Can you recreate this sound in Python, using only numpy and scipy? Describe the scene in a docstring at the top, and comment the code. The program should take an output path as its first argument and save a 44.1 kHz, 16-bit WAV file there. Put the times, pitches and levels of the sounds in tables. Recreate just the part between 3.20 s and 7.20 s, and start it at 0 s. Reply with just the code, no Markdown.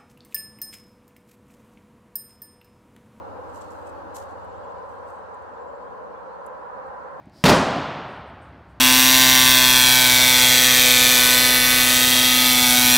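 """Distant road traffic roars softly through a pine wood, and a far engine hums under a faint hiss of needles.
In the first two seconds dry rustles brush close by, with sharp ticks that thin out later on.
A bird starts to peep faintly, then an insect chirps in three short runs.
Past halfway the engine slows and fades as a second one nears, and a few more peeps follow.
Road and engines sound wide, their right channel delayed a few milliseconds."""
import sys
import numpy as np
from scipy import signal
from scipy.fft import rfft, irfft
from scipy.io import wavfile
from scipy.ndimage import uniform_filter1d

SR = 44100
rng = np.random.default_rng(int(sys.argv[2]) if len(sys.argv) > 2 else 0)


def wav_out(sig):
    """Save sig, one row per channel (or a flat mono array), as 16-bit PCM at SR to the path in sys.argv[1]."""
    wavfile.write(sys.argv[1], SR, np.round(np.clip(np.atleast_2d(sig).T, -1, 1) * 32767).astype(np.int16))


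N = 176400
T, HZ = np.arange(N) / SR, np.fft.rfftfreq(N, 1 / SR)
RIGHT_LAG_S = 0.003805

# Tone colour of the dry stuff that rustles and ticks: freq_hz, density_db_per_hz
DRY_COLOUR = [(500, -120), (2000, -103), (3000, -98.5), (4300, -95), (5500, -94.5), (6800, -89.5),
              (8200, -89.5), (9700, -100), (11800, -89), (12900, -104), (15500, -107)]


def amp(db):
    """Decibels to gain."""
    return 10 ** (np.asarray(db) / 20)


def unit(x):
    """Scales to rms 1."""
    return x / np.sqrt(np.mean(x ** 2) + 1e-20)


def spectrum(points):
    """A frequency table at every bin, joined on a log-frequency axis."""
    hz, value = np.transpose(points)
    return np.interp(np.log(HZ + 1), np.log(hz + 1), value)


def curve(points, column=1):
    """One column of a time table at every sample."""
    rows = np.array(points)
    return np.interp(T, rows[:, 0], rows[:, column])


def colour(x, points):
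    """Gives white sound of rms 1 a spectrum in dB per Hz."""
    return irfft(rfft(x) * amp(spectrum(points)) * np.sqrt(SR / 2), N)


def bell(x, centre, width):
    """A bell curve of height 1."""
    return np.exp(-.5 * ((x - centre) / width) ** 2)


def band(x, centre_hz, width_hz):
    """A bell-shaped band-pass."""
    return irfft(rfft(x) * bell(HZ, centre_hz, width_hz), N)


def drift(rate_hz):
    """Slow random wandering of rms 1."""
    return unit(irfft(rfft(rng.standard_normal(N)) * bell(HZ, 0, rate_hz) * (HZ > 0), N))


def pan(side_db):
    """Left and right gains; side_db is left minus right."""
    return amp(np.array([[.5], [-.5]]) * side_db)


def wide_noise():
    """Wide stereo noise: the right channel is a slightly delayed, partly alike copy of the left."""
    # How alike left and right are: freq_hz, likeness (0 to 1)
    likeness = [(20, 0.64), (80, 0.94), (200, 0.86), (520, 0.61), (750, 0.52), (1000, 0.25), (1500, 0.28),
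                (3000, 0.13), (8000, .05)]
    left, unrelated = rfft(rng.standard_normal((2, N)))
    same = np.clip(spectrum(likeness), 0, 1)
    right = same * left + np.sqrt(1 - same ** 2) * unrelated
    return irfft(np.array([left, right * np.exp(-2j * np.pi * HZ * RIGHT_LAG_S)]), N)


def wide_turns(hz):
    """Running phase of a tone in turns, the right channel slightly delayed."""
    return np.cumsum(hz) / SR - np.array([[0], [1]]) * hz * RIGHT_LAG_S


def road(waver_db=0.74, waver_hz=6):
    """Tyre roar with a wavering low hump and whine; it brightens and leans right as cars come nearer."""
    # Tone colour of the tyres: freq_hz, density_db_per_hz
    tyre_colour = [(20, -100), (45, -86), (65, -77.5), (130, -77.5), (170, -79.5), (240, -82.5), (330, -82),
                   (420, -67), (490, -62.5), (550, -62.5), (620, -66.5), (730, -71.5), (820, -66.5),
                   (900, -67), (1000, -63.5), (1100, -69.5), (1200, -73), (1400, -74), (1700, -80.5),
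                   (2000, -91), (2500, -100), (3500, -112), (6000, -135)]
    # Swell of the whole roar, of its hump and of its whine: time_s, gain_db
    roar_swell = [(0, 0.5), (.5, 0.7), (1, 1), (1.55, 0.2), (2.15, -0.64), (2.45, -0.8), (3, -0.5),
                  (3.6, 1.67), (4, -0.5)]
    hump_swell = [(0, -5.5), (.2, -0.5), (.34, -5), (.75, -3.5), (1.15, -3), (1.48, 0), (1.85, -2),
                  (2.2, -4.5), (2.42, 2), (2.62, -2), (2.82, 0), (3.3, -3.5), (4, -2)]
    whine_swell = [(0, -2), (.7, -5.5), (1.35, -3.5), (1.52, 3), (1.9, -0.5), (2.2, 0), (2.7, 2),
                   (3.2, 0.5), (3.55, 0.5), (4, 1.5)]
    # Brightness and pan of the roar: time_s, treble_gain_db, side_db
    approach = [(0, -4, 0), (.9, -2, 0.5), (1.5, -2.2, 0), (2.2, 0.5, 0), (2.8, -1.3, 0.8),
                (3.4, -0.7, -1.7), (4, 3, -1.3)]
    roar = colour(wide_noise(), tyre_colour)
    hump = band(roar, centre_hz=479, width_hz=134)
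    whine = band(roar, centre_hz=1018, width_hz=45)
    treble = band(roar, centre_hz=1750, width_hz=420)
    out = roar - hump - whine - treble  # each band comes back on its own fader
    out += treble * amp(curve(approach))
    out += hump * amp(curve(hump_swell) + waver_db * drift(waver_hz))
    out += whine * amp(curve(whine_swell) + waver_db * drift(waver_hz))
    return out * amp(curve(roar_swell)) * pan(curve(approach, column=2))


def fading_engine(waver_db=-0.2, waver_hz=3, wobble_rad=0.23):
    """A far engine hums on low multiples of its cycle rate, slowing and fading in its own rumble."""
    # Engine speed and fade of the hum: time_s, cycle_hz, gain_db
    run = [(0, 20.4, -1.5), (.7, 19, -4), (1.35, 19.9, -2), (1.8, 18.7, -8), (2.3, 19.2, -7.5),
           (2.7, 14.3, -21.5), (4, 15, -28)]
    # Partials of the hum: multiple of the cycle rate, level_db
    orders = [(3, -71), (4, -53), (5, -48), (7, -71), (9, -58.5), (10, -62), (12, -69.5), (13, -72),
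              (14, -87), (16, -81)]
    # Tone colour of the rumble: freq_hz, density_db_per_hz
    rumble_colour = [(20, -112), (55, -90), (90, -70.5), (140, -75), (205, -80.5), (255, -66), (320, -63.5),
                     (380, -65), (500, -76), (1000, -110)]
    # Swell of the rumble: time_s, gain_db
    rumble_swell = [(0, -7.5), (.25, -6.5), (.42, -9.5), (.78, -6), (1.05, -12.5), (1.4, -15.5), (2.1, -18),
                    (2.75, -14), (3.3, -21.5), (4, -16.5)]
    turns = wide_turns(curve(run))
    hum = np.zeros((2, N))
    for order, level_db in orders:
        gain = amp(level_db + waver_db * drift(waver_hz))
        phase = 2 * np.pi * (order * turns + rng.random()) + wobble_rad * drift(waver_hz)
        hum += gain * np.sqrt(2) * np.sin(phase)
    rumble = colour(wide_noise(), rumble_colour)
    return hum * amp(curve(run, column=2)) + rumble * amp(curve(rumble_swell))


def needles(side_db=1.5, flicker_db=2.2):
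    """Light air in the pine needles: a hiss that flickers in small patches of time and frequency."""
    # Tone colour of the hiss: freq_hz, density_db_per_hz
    hiss_colour = [(500, -125), (1800, -104), (2300, -101), (2800, -97.5), (3400, -103), (4300, -101.5),
                   (5300, -107.5), (8300, -111), (9600, -119), (12000, -116.5), (12700, -138),
                   (16000, -143)]
    # Swell of the hiss: time_s, gain_db
    hiss_swell = [(0, 0), (1.2, 1.3), (2.1, -1.7), (3, -3), (4, -2.5)]
    frames = signal.stft(rng.standard_normal((2, N)), nperseg=1024, noverlap=768)[2]
    patches = uniform_filter1d(rng.standard_normal(frames.shape[1:]), size=4, axis=0)  # across frequency
    patches = unit(uniform_filter1d(patches, size=8, axis=1))  # across time
    hiss = signal.istft(frames * amp(flicker_db * patches), nperseg=1024, noverlap=768)[1]
    return colour(unit(hiss[:, :N]), hiss_colour) * amp(curve(hiss_swell)) * pan(side_db)


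def rustles(snaps_per_s=4000, spread_db=2.5, clump_db=2.4, clump_hz=130):
    """Each brush swells and dies as a shower of tiny dry snaps that come in clumps and ring thinly."""
    # Close brushes: peak_s, rise_s, decay_s, gain_db, side_db, tilt_db_per_octave, ring_db
    brushes = [(.3, 0.019, 0.032, -18, 6, -9, -2), (.36, 0.019, 0.077, -6.5, 7, -2.5, -7),
               (.42, 0.0096, .025, -6.5, 0, -9, -12), (.522, .014, .085, -10.5, 5, -2, -10),
               (.672, 0.01, .018, -12, 11, -4, 9), (.698, .007, .007, -11, 9, -4, 9),
               (0.964, 0.011, 0.032, 8, 2.5, -1, -14), (1.029, .011, 0.013, -9, -2, -8, -14),
               (1.1, .026, 0.079, -18, 5, -7, -8), (1.72, 0.044, 0.094, -21, 4, 0, 2),
               (1.895, 0.024, 0.072, -16, -3, -2, 6)]
    ring_hz, ring_width_hz, tilt_from_hz = 8120, 220, 2500
    onsets = rng.random(N) < snaps_per_s / SR
    strength_db = spread_db * np.minimum(rng.exponential(1, N), 4) + clump_db * drift(clump_hz)
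    snaps = onsets * amp(strength_db) * rng.choice([-1, 1], (2, N))
    snap_spectrum = rfft(unit(snaps))
    octaves = np.log2(np.maximum(HZ, tilt_from_hz) / ring_hz)
    ring = bell(HZ, ring_hz, ring_width_hz)
    out = np.zeros((2, N))
    for peak_s, rise_s, decay_s, gain_db, side_db, tilt, ring_db in brushes:
        shower = irfft(snap_spectrum * amp(tilt * octaves) * (1 + amp(ring_db) * ring), N)
        shower = np.roll(shower, rng.integers(N), axis=1)  # a random stretch for each brush
        envelope = np.where(T < peak_s, bell(T, peak_s, rise_s), np.exp(-abs(T - peak_s) / decay_s))
        out += amp(gain_db) * pan(side_db) * shower * envelope
    return colour(out, DRY_COLOUR)


def ticks(decay_s=0.00033, tail_s=0.0094, tail_db=-25, repeat_s=0.004, repeat_db=-3, width_octaves=0.43):
    """Single sharper snaps of the same dry stuff, each repeated faintly a few milliseconds later and with a
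    short tail."""
    # Close snaps: start_s, gain_db, band_centre_hz, side_db
    snaps = [(.412, 15, 6800, 7), (0.4166, 18, 6600, 0), (0.5044, 6, 8500, 5), (.5073, 11.5, 6600, 0.5),
             (.623, -8, 8500, 4), (.672, 11, 8300, 9), (.698, 2, 8100, 9), (0.947, 11, 7600, 15),
             (.9525, 11, 7600, 15), (0.957, 16, 9000, 11), (0.964, 14, 9000, 4), (1.0308, 6, 8000, -7),
             (1.0938, -3, 9500, 2), (1.108, 2, 9500, 2), (1.1975, -3, 8520, 0), (1.245, 1, 8500, -3),
             (1.2485, 1, 8500, 4), (2.1447, 1, 9800, 10), (2.2225, -5, 9000, 1), (3.2402, -5, 11000, 4),
             (3.264, 10, 9800, 12), (3.667, -1, 10830, 7)]
    repeat = 1 + amp(repeat_db) * np.exp(-2j * np.pi * HZ * repeat_s)
    out = np.zeros((2, N))
    for start_s, gain_db, centre_hz, side_db in snaps:
        age = abs(T - start_s)
        envelope = (T >= start_s) * (np.exp(-age / decay_s) + amp(tail_db) * np.exp(-age / tail_s))
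        burst = envelope * rng.standard_normal((2, N))
        passband = bell(np.log2(HZ + 1), np.log2(centre_hz), width_octaves)
        out += amp(gain_db) * pan(side_db) * irfft(rfft(burst) * repeat * passband, N)
    return colour(out, DRY_COLOUR)


def bird(width_s=0.03, blur_hz=41):
    """Single soft peeps: thin tones, blurred by their way through the wood."""
    # Far peeps: peak_s, pitch_hz, level_db
    peeps = [(.69, 2600, -66), (1.479, 3300, -77), (2.68, 3241, -74), (2.78, 4350, -80), (2.96, 3440, -76),
             (2.97, 2354, -69), (3.15, 4350, -76), (3.24, 4770, -81)]
    out = np.zeros((2, N))
    for peak_s, pitch_hz, level_db in peeps:
        whistle = unit(band(rng.standard_normal((2, N)), pitch_hz, blur_hz))
        out += amp(level_db) * bell(T, peak_s, width_s) * whistle
    return out


def insect(pitch_hz=7470, waver_depth_hz=35, waver_rate_hz=60, chirps_per_s=14.3, side_db=4):
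    """Short runs of thin, high chirps on one slightly unsteady pitch; each run swells and fades."""
    # Runs of chirps: start_s, end_s, level_db
    runs = [(1.2, 1.63, -76), (2.04, 2.24, -88), (2.243, 2.66, -76)]
    envelope = np.zeros(N)
    for start_s, end_s, level_db in runs:
        progress = np.clip((T - start_s) / (end_s - start_s), 0, 1)
        chirps = bell((T - start_s) * chirps_per_s % 1, centre=.5, width=.14)
        envelope += amp(level_db) * np.sqrt(np.sin(np.pi * progress)) * chirps
    turns = np.cumsum(pitch_hz + waver_depth_hz * drift(waver_rate_hz)) / SR
    return np.sqrt(2) * np.sin(2 * np.pi * turns) * envelope * pan(side_db)


def nearing_engine(wobble_rad=.4, wobble_hz=4, rumble_width_hz=19):
    """The firing note of a second engine swells unevenly, with a narrow rumble shifting just above it."""
    # The engine drawing near: time_s, pitch_hz, note_db, rumble_db, rumble_centre_hz
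    approach = [(0, 135, -81, -67, 195), (2.2, 131, -73, -70.5, 185), (2.6, 131, -55, -62, 200),
                (3.1, 132, -58, -59.5, 200), (3.35, 136, -57, -68, 195), (3.8, 140, -87, -55.5, 165),
                (4, 140, -54, -52.5, 163)]
    note_phase = 2 * np.pi * wide_turns(curve(approach)) + wobble_rad * drift(wobble_hz)
    note = np.sqrt(2) * np.sin(note_phase)
    rumble_phase = 2 * np.pi * wide_turns(curve(approach, column=4))
    rumble = drift(rumble_width_hz) * np.cos(rumble_phase) + drift(rumble_width_hz) * np.sin(rumble_phase)
    return note * amp(curve(approach, column=2)) + rumble * amp(curve(approach, column=3))


def scene():
    """A bed of far traffic under the small sounds of the wood."""
    traffic = road() + fading_engine() + nearing_engine()
    return traffic + needles() + rustles() + ticks() + bird() + insect()


def record(dry):
    """A steep low-pass trims the very top of the treble."""
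    lowpass = signal.firwin(511, cutoff=15750, window=("kaiser", 9), fs=SR)
    return signal.oaconvolve(dry, lowpass[None], "same")


dry = scene()
out = record(dry)
wav_out(out)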